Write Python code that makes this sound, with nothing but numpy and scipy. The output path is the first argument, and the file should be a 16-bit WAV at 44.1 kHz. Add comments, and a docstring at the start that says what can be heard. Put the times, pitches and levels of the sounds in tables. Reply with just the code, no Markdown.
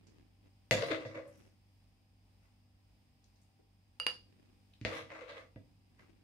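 """A small kitchen, heard from a close pair of microphones, with a faint appliance hum throughout.
Fingers rub on a glass jar. At 0.7 s a metal spoon knocks a plastic mixing bowl into ringing, then
sticks and slips along its wall, scraping up wet relish. After 3 s the spoonful slides into the jar
with tiny wet pops, and at 4 s the spoon clinks twice on the rim. From 4.8 s it is back in the bowl,
knocking and scraping again."""
import sys
import numpy as np
from scipy import signal
from scipy.fft import rfft, irfft
from scipy.io import wavfile

SR = 44100
rng = np.random.default_rng(int(sys.argv[2]) if len(sys.argv) > 2 else 0)


def waveform_to_disk(signal):
    """Save audio, clipped to [-1, 1], as 16-bit WAV at the path in sys.argv[1]."""
    frames = np.transpose(np.atleast_2d(signal))
    scaled = np.clip(frames, -1, 1) * 32767
    samples = np.round(scaled).astype(np.int16)
    wavfile.write(sys.argv[1], SR, samples)


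N = 274743
T = np.arange(N) / SR


def gain_of(db):
    """Decibels to amplitude."""
    return 10 ** (np.asarray(db) / 20)


def unit_rms(x):
    """Scales to rms 1."""
    return x / np.sqrt(np.mean(x ** 2) + 1e-20)


def curve_at(points, hz):
    """Reads a table on a log-frequency axis."""
    points_hz, values = np.transpose(points)
    return np.interp(np.log(hz + 1), np.log(points_hz + 1), values)


def panned(db):
    """Gains that put the left microphone db above the right."""
    return gain_of([[db / 2], [-db / 2]])


def add(mix, start_s, sound):
    """Mixes a sound in at start_s."""
    part = mix[:, round(start_s * SR):][:, :sound.shape[-1]]
    part += sound[..., :part.shape[1]]


def through(x, response):
    """Convolves each channel with a response."""
    return signal.fftconvolve(np.atleast_2d(x), np.atleast_2d(response), axes=1)[:, :x.shape[-1]]


def filtered(x, hz, kind, order=2):
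    """Butterworth filter."""
    sections = signal.butter(order, np.minimum(hz, SR / 2 - 1), kind, fs=SR, output="sos")
    return signal.sosfilt(sections, x)


def click(spectrum, size=4096):
    """The shortest causal pulse with this spectrum, energy 1."""
    log_gain = np.log(gain_of(curve_at(spectrum, abs(np.fft.fftfreq(size, 1 / SR)))))
    minimum_phase = np.exp(np.conj(signal.hilbert(log_gain)))
    pulse = np.fft.ifft(minimum_phase).real[:size // 2]
    return pulse / np.linalg.norm(pulse)


def wander(below_hz):
    """Slow random motion of rms 1."""
    slow = np.fft.rfftfreq(N, 1 / SR) < below_hz
    return unit_rms(irfft(rfft(rng.standard_normal(N)) * slow, N))


# Likeness of the sound at the two microphones: frequency_hz, correlation
MIC_LIKENESS = [(50, 1), (130, 0.5), (500, 0.49), (1000, 0), (2000, 0), (16000, 0.047)]

def microphone_pair(spectra, hz):
    """Long waves reach two close microphones alike; short ones arrive unrelated."""
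    likeness = np.clip(curve_at(MIC_LIKENESS, hz), -1, 1)
    return np.array([spectra[0], likeness * spectra[0] + np.sqrt(1 - likeness ** 2) * spectra[1]])


# Still kitchen air: frequency_hz, level_db
AIR_SPECTRUM = [(25, -20), (38, -12), (55, -4.5), (110, -15), (180, -12), (310, -21.5), (430, -26),
                (850, -25), (1400, -34), (2500, -29.5), (4000, -34.5), (7000, -41), (15600, -44.5),
                (16200, -73.5)]
# Peaks in the microphone hiss: centre_hz, width_hz, boost_db
MIC_HISS = [(2520, 100, 1), (5020, 400, 9.5), (8670, 320, 8)]
# Partials of the appliance hum: pitch_hz, level_db
APPLIANCE_HUM = [(48.8, -78.5), (97.6, -70.5), (146.4, -87), (195.2, -82.5), (244, -83), (293, -87),
                 (733, -105), (782, -92.5)]

def room_tone(air_db=-72):
    """Still room air, microphone hiss and a wavering appliance hum."""
    hz = np.fft.rfftfreq(N, 1 / SR)
    hiss_db = sum(db * np.exp(-((hz - centre) / width) ** 2) for centre, width, db in MIC_HISS)
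    noise = microphone_pair(rfft(rng.standard_normal((2, N))), hz)
    air = unit_rms(irfft(noise * gain_of(curve_at(AIR_SPECTRUM, hz) + hiss_db), N))
    hum = np.zeros(N)
    for pitch_hz, db in APPLIANCE_HUM:
        amplitude = np.sqrt(2) * gain_of(db + 1.5 * wander(below_hz=2.5))
        hum += amplitude * np.sin(2 * np.pi * pitch_hz * T + 0.43 * wander(below_hz=18))
    return panned(0.095) * (air * gain_of(air_db + .7 * wander(below_hz=3.1)) + hum)


def slips(per_s, spread_db):
    """Tiny stick-slip releases of uneven size come in clumps, a separate train for each side."""
    sides = []
    for _ in range(2):
        size = gain_of(spread_db * np.minimum(rng.exponential(1, N), 4))
        sign = rng.choice([-1, 1], N)
        released = rng.random(N) < per_s / SR
        clumps = gain_of(3 * wander(below_hz=110))
        sides.append(unit_rms(size * sign * released * clumps))
    return np.array(sides)


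# The hand shifts its grip on the jar: middle_s, half_length_s, level_db
GRIP_SHIFTS = [(0.084, 0.23, -66.5), (0.457, 0.034, -67), (1.42, 0.11, -65), (4.42, 0.16, -69.5),
               (6.099, 0.2, -68.5)]
# Skin rubbing on glass: frequency_hz, level_db
SKIN_SPECTRUM = [(100, -1.5), (310, 5), (450, -5), (1000, -19), (2500, -15.5), (5000, -27.5),
                 (15000, -45.5)]

def finger_rubs():
    """Fingers stick and slip softly on the jar as their pressure swells and fades."""
    pressure = sum(gain_of(db) * np.exp(-((T - s) / half_s) ** 2) for s, half_s, db in GRIP_SHIFTS)
    return pressure * unit_rms(through(slips(per_s=1400, spread_db=5), click(SKIN_SPECTRUM)))


# Smacks and plops of the relish: start_s, level_db, centre_hz, t60_s
RELISH_SMACKS = [(0.069, -66, 5860, 0.07), (1.0557, -59.5, 4400, 0.21), (1.277, -68, 9300, 0.1),
                 (1.375, -76, 12000, 0.11), (3.242, -67.5, 5300, 0.037), (3.357, -73, 5350, 0.068),
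                 (3.416, -76.5, 7800, 0.14), (3.591, -63.5, 412, 0.13), (4.736, -58, 3350, 0.026)]

def relish_smacks():
    """Wet food parts or lands in a quick cluster of tiny pops."""
    out, t = np.zeros((2, N)), T[:SR // 2]
    for start_s, db, hz, t60_s in RELISH_SMACKS:
        spikes = rng.standard_normal((2, len(t))) ** 3
        pops = filtered(spikes, [hz / 1.35, hz * 1.23], "band")
        add(out, start_s, gain_of(db - 60 * t / t60_s) * unit_rms(pops))
    return out


def ring(hz, db, t60_s):
    """One dying mode."""
    t = T[:SR // 2]
    return gain_of(db - 60 * t / t60_s) * np.sin(2 * np.pi * hz * t)


# Modes of the plastic bowl: pitch_hz, level_db, t60_s
BOWL_MODES = [(101.9, -4, 0.17), (130, 0.5, 0.12), (207.2, -16.5, .12), (259.3, -10.5, 0.13),
              (319.5, -18.5, 0.56), (464.3, -5.5, 0.13), (511, -3.5, 0.17), (545.7, 1, 0.044),
              (638, -3, 0.1), (697, -7, 0.094), (956, -14, .1), (1194, -17, 0.061), (1670, -9, 0.045),
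              (1930, -3.5, 0.051), (1971, 2.5, .035), (2320, -4.5, 0.01), (2736, -5, 0.021),
              (3480, -2, 0.028), (4900, -6.5, 0.024), (6850, -3, 0.0075)]

def bowl_ring(apart_hz=1500):
    """The bowl rings; its high modes reach each microphone with their own sign."""
    body = np.zeros((2, SR // 2))
    for k, (hz, db, t60_s) in enumerate(BOWL_MODES):
        left_sign = (-1) ** k
        right_sign = (-1) ** (k // 2) if hz > apart_hz else left_sign
        body += np.outer([left_sign, right_sign], ring(hz, db, t60_s))
    return body


def rattle(chatter_db, t60_s):
    """The force of a contact followed by a brief fading chatter."""
    t = T[:SR // 2]
    force = gain_of(chatter_db - 60 * t / t60_s) * rng.standard_normal((2, len(t)))
    force[:, 0] = 1
    return force


def bounces(time_s, rebounds, gap_s, first_db=-6.5, step_db=-1, cushion_db=-17, gap_ratio=.68):
    """A blow and its ever quicker, weaker rebounds, which crack less because food cushions them."""
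    contacts = [(time_s, 0, 0)]
    for k in range(round(rebounds)):
        time_s += gap_s * gap_ratio ** k
        contacts.append((time_s, first_db + k * step_db, cushion_db))
    return contacts


# Spoon on bowl: start_s, ring_db, hardness_cutoff_hz, crack_db, thud_db, thud_low_cut_hz,
# rebound_count (rounded; none if negative), first_gap_s
SPOON_KNOCKS = [(0.7107, -27, 10960, -9, -4.5, 82, 3.5, .017), (1.051, -47.5, 2140, -34.5, -55, 100, 2, 0),
                (1.155, -47.5, 2520, -38, -48, 100, -1, 0), (4.8134, -77, 7000, -39.5, -18.5, 50, 1, 0),
                (4.8500, -35.5, 4260, -15, -8.5, 40, 0.5, 0), (5.104, -59, 2100, -32, -35, 100, -0.5, 0),
                (5.560, -54.5, 2000, -48, -18.5, 40, 0.5, .045),
                (5.995, -74.5, 3000, -48, -57, 99, -1.5, 0)]
# Bare metal cracking on plastic: frequency_hz, level_db
CRACK_SPECTRUM = [(150, -20), (330, -8.5), (500, 6.5), (850, -10.5), (1300, -8.5), (2000, 6.5), (3000, -3),
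                  (4400, -3.5), (6700, -9), (8000, -15), (11000, -15.5), (16000, -20)]
# The bowl's thud into the worktop: frequency_hz, level_db
THUD_SPECTRUM = [(25, -19), (55, -5), (78, -9), (102, 4.5), (130, 2), (200, -13), (270, -4.5), (450, -28),
                 (1500, -60), (16000, -88)]

def bowl_knocks():
    """The spoon cracks on the plastic, rings the bowl and thuds it into the worktop."""
    out, body = np.zeros((2, N)), bowl_ring()
    thud = panned(-1.9) * click(THUD_SPECTRUM)
    for start_s, ring_db, hardness_hz, crack_db, thud_db, low_cut_hz, rebounds, gap_s in SPOON_KNOCKS:
        for time_s, loss_db, cushion_db in bounces(start_s, rebounds, gap_s):
            contact = rattle(chatter_db=-10.5, t60_s=0.0043) + rattle(chatter_db=-23, t60_s=0.14)
            crack = gain_of(crack_db + cushion_db) * through(contact, click(CRACK_SPECTRUM))
            crack[1] = np.roll(crack[1], 2)  # the bowl is nearer the left microphone
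            blow = gain_of(ring_db) * body + panned(3.1) * crack
            add(out, time_s, gain_of(loss_db) * filtered(blow, hardness_hz, "low"))
            add(out, time_s, gain_of(thud_db + loss_db) * filtered(thud, low_cut_hz, "high"))
    return out


def stroke_pressure(start_s, length_s, press_s=0.037, ease_db_per_s=38, lift_db_per_s=304):
    """The edge digs in just before the stroke, the hand eases off along it and the spoon lifts away."""
    t = T - start_s
    press = np.clip(t / press_s + 1, 0, 1) ** 2
    ease_db = ease_db_per_s * np.clip(t, 0, length_s)
    lift_db = lift_db_per_s * np.maximum(t - length_s, 0)
    return press * gain_of(-ease_db - lift_db)


# The spoon's edge grating on plastic: frequency_hz, level_db
GRIT_SPECTRUM = [(300, -31), (700, 4), (950, 6), (1200, 10.5), (1400, 2.5), (1650, 6), (2100, 8), (3000, 1),
                 (3800, 3), (7000, -6.5), (15000, -30.5)]

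def edge_grit(force, strokes, treble_floor_db=-9):
    """Slip length sets a step in the treble that glides from stroke to stroke at an even level."""
    hz, t, spectra = signal.stft(force, SR, nperseg=512)
    start_s, length_s, _, bite_hz, _, _ = np.transpose(strokes)
    cutoff_hz = np.interp(t, start_s + length_s / 2, bite_hz)
    shelf = gain_of(treble_floor_db) + 1 / np.sqrt(1 + (hz[:, None] / cutoff_hz) ** 20)
    colour = gain_of(curve_at(GRIT_SPECTRUM, hz[:, None])) * shelf
    colour /= np.linalg.norm(colour, axis=0)
    return signal.istft(spectra * colour, SR, nperseg=512)[1][:, :N]


# Scraping strokes: start_s, length_s, grit_db, bite_cutoff_hz, wall_over_grit_db, fizz_over_grit_db
SPOON_STROKES = [(0.776, 0.11, -43, 5410, 3, -18.5), (0.91, 0.039, -43.5, 3800, 1, -34),
                 (1.006, 0.11, -58, 2392, 3.5, -23), (1.154, .03, -55.5, 2593, 7, -33),
                 (1.256, .06, -73, 2660, -8, -13), (1.334, .14, -79, 2966, -10, 1),
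                 (4.873, 0.018, -47, 2613, -1.5, -23), (4.927, 0.065, -45, 4000, -4, -19),
                 (5.115, .12, -51.5, 2285, -1, -40), (5.296, 0.038, -51.5, 4360, -4, -30),
                 (5.376, .02, -56, 3410, -1, -27), (2.43, 0.026, -81, 3000, -7, -9),
                 (5.998, .015, -65, 2480, -15, -20)]
# The wet film tearing: frequency_hz, level_db
FIZZ_SPECTRUM = [(3000, -43), (5500, 15), (6800, 5), (8000, 3.5), (10000, 6.5), (15500, -10)]

def bowl_scrapes(modes_db=-6):
    """The dragged spoon grates, drives the bowl's wall and tears the wet film."""
    out, force = np.zeros((2, N)), slips(per_s=1600, spread_db=4)
    ringing = through(force + .5 * force[::-1], bowl_ring())  # each side also drives the other
    upper_modes = unit_rms(filtered(ringing, [1050, 2300], "band", order=4))
    grating = unit_rms(edge_grit(force, SPOON_STROKES))
    grit = panned(1.8) * unit_rms(grating + gain_of(modes_db) * upper_modes)
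    wall = unit_rms(filtered(ringing, [300, 620], "band"))
    fizz = panned(2.4) * unit_rms(through(slips(per_s=780, spread_db=-10), click(FIZZ_SPECTRUM)))
    for start_s, length_s, grit_db, _, wall_db, fizz_db in SPOON_STROKES:
        scrape = grit + gain_of(wall_db) * wall + gain_of(fizz_db) * fizz
        out += gain_of(grit_db) * stroke_pressure(start_s, length_s) * scrape
    return out


# The edge judders on the plastic: start_s, length_s, first_pitch_hz, last_pitch_hz, level_db
SPOON_JUDDERS = [(0.9, 0.021, 432, 398, -36.5), (0.905, 0.026, 317, 323, -37),
                 (1.172, 0.037, 463, 595, -43), (1.241, 0.071, 560.3, 569, -55.5),
                 (5.21, 0.036, 542, 438, -45.5)]

def spoon_judders(overtone_db=-17):
    """For a moment the slips fall into step and the bowl groans."""
    out = np.zeros((2, N))
    for start_s, length_s, first_hz, last_hz, db in SPOON_JUDDERS:
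        n = int(length_s * SR)
        speed = 1 + .04 * wander(below_hz=250)[:n]
        phase = 2 * np.pi * np.cumsum(np.linspace(first_hz, last_hz, n) * speed) / SR
        overtones = sum(np.sin(k * phase) / (k - 1) for k in range(2, 5))
        groan = np.sin(phase) + gain_of(overtone_db) * overtones
        add(out, start_s, gain_of(db) * groan * signal.windows.tukey(n, .7))
    return out


# Spoon on the jar's rim: start_s, ring_db, tick_db
RIM_TAPS = [(3.9997, -30.5, -32.5), (4.0660, -25, -20.5)]
# Modes of the glass jar, damped by the hand: pitch_hz, level_db, t60_s, left_over_right_db
JAR_MODES = [(505, -22, 0.15, -7.5), (1289, -12, 0.022, 3.5), (2850, -2.5, 0.083, -5),
             (2787, -14, 0.041, -5.5), (4590, -13.5, 0.038, 11.5), (4496, -14.5, 0.0437, -6.5),
             (4742, -8.5, 0.04, 4), (4808, -11.5, 0.095, 6.5), (10550, -20.5, .025, -1.5),
             (10110, -16, 0.033, -5.5)]
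# Metal touching glass: frequency_hz, level_db
TICK_SPECTRUM = [(150, -7), (500, -1), (1100, 4), (1700, 1), (3000, -2), (4800, -2), (5800, -12),
                 (8000, -20), (10500, -16), (12500, -27), (16000, -35)]

def jar_clinks(ceiling_s=.0325, ceiling_db=-9):
    """The spoon taps the rim: a tick, then close pairs of glass modes beat and echo off the ceiling."""
    rings, ticks = np.zeros((2, 2, N))
    glass = sum((-1) ** (k // 2) * panned(pan_db) * ring(hz, db, t60_s)
                for k, (hz, db, t60_s, pan_db) in enumerate(JAR_MODES))
    for start_s, ring_db, tick_db in RIM_TAPS:
        contact = rattle(chatter_db=0, t60_s=0.0087) + rattle(chatter_db=-25.5, t60_s=0.043)
        add(rings, start_s, gain_of(ring_db) * glass)
        add(ticks, start_s, gain_of(tick_db) * panned(-1.7) * through(contact, click(TICK_SPECTRUM)))
    heard = kitchen(rings, tail_db=-6, echo_db=-13)
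    add(heard, ceiling_s, gain_of(ceiling_db) * filtered(rings, [2000, 4600], "band"))
    return heard + kitchen(ticks, tail_db=-7.5, echo_db=-8)


# Decay of the small kitchen: frequency_hz, t60_s
KITCHEN_DECAY = [(100, 0.85), (500, 0.3), (2000, 0.22), (5000, 0.34), (10000, 0.26), (16000, .22)]
# Reflections from the worktop and walls: delay_s, level_db
NEAR_ECHOES = [(.0034, -11), (.0068, -18), (.0095, -14.5), (.0185, -13)]

def kitchen(direct, tail_db, echo_db, dull_hz=6000, low_cut_hz=200, build_s=0.009):
    """The close sound, then a few distinct, duller echoes and a short diffuse tail with little bass."""
    hz, t, noise = signal.stft(rng.standard_normal((2, SR)), SR, nperseg=256)
    decay = gain_of(-60 * t / curve_at(KITCHEN_DECAY, hz[:, None]))
    tail = signal.istft(microphone_pair(noise, hz[:, None]) * decay, SR, nperseg=256)[1][:, :SR]
    tail = filtered(tail * np.clip(T[:SR] / build_s, 0, 1), low_cut_hz, "high", order=1)
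    echoes = np.zeros((2, SR))
    for k, (delay_s, db) in enumerate(NEAR_ECHOES):
        left_at = round(delay_s * SR)
        right_at = left_at + 3 * (-1) ** k  # echoes arrive from alternate sides
        echoes[0, left_at] = echoes[1, right_at] = gain_of(db + echo_db)
    response = gain_of(tail_db) * tail / np.linalg.norm(tail[0]) + filtered(echoes, dull_hz, "low")
    response[:, 0] = 1
    return through(direct, response)


def scene():
    """Bowl, relish and jar close to the microphones, with the kitchen around them."""
    knocks = kitchen(bowl_knocks(), tail_db=-3, echo_db=-9)
    scooping = kitchen(bowl_scrapes() + spoon_judders() + relish_smacks(), tail_db=-3, echo_db=-9)
    return knocks + scooping + jar_clinks() + finger_rubs() + room_tone()


def record(dry):
    """The recorder's bass roll-off and band limit."""
    low_cut_hz, top_hz = 27, 16400
    band_limit = signal.firwin(511, top_hz, window=("kaiser", 9), fs=SR)
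    return signal.oaconvolve(filtered(dry, low_cut_hz, "high", order=4), band_limit[None], "same")


dry = scene()
out = record(dry)
waveform_to_disk(out)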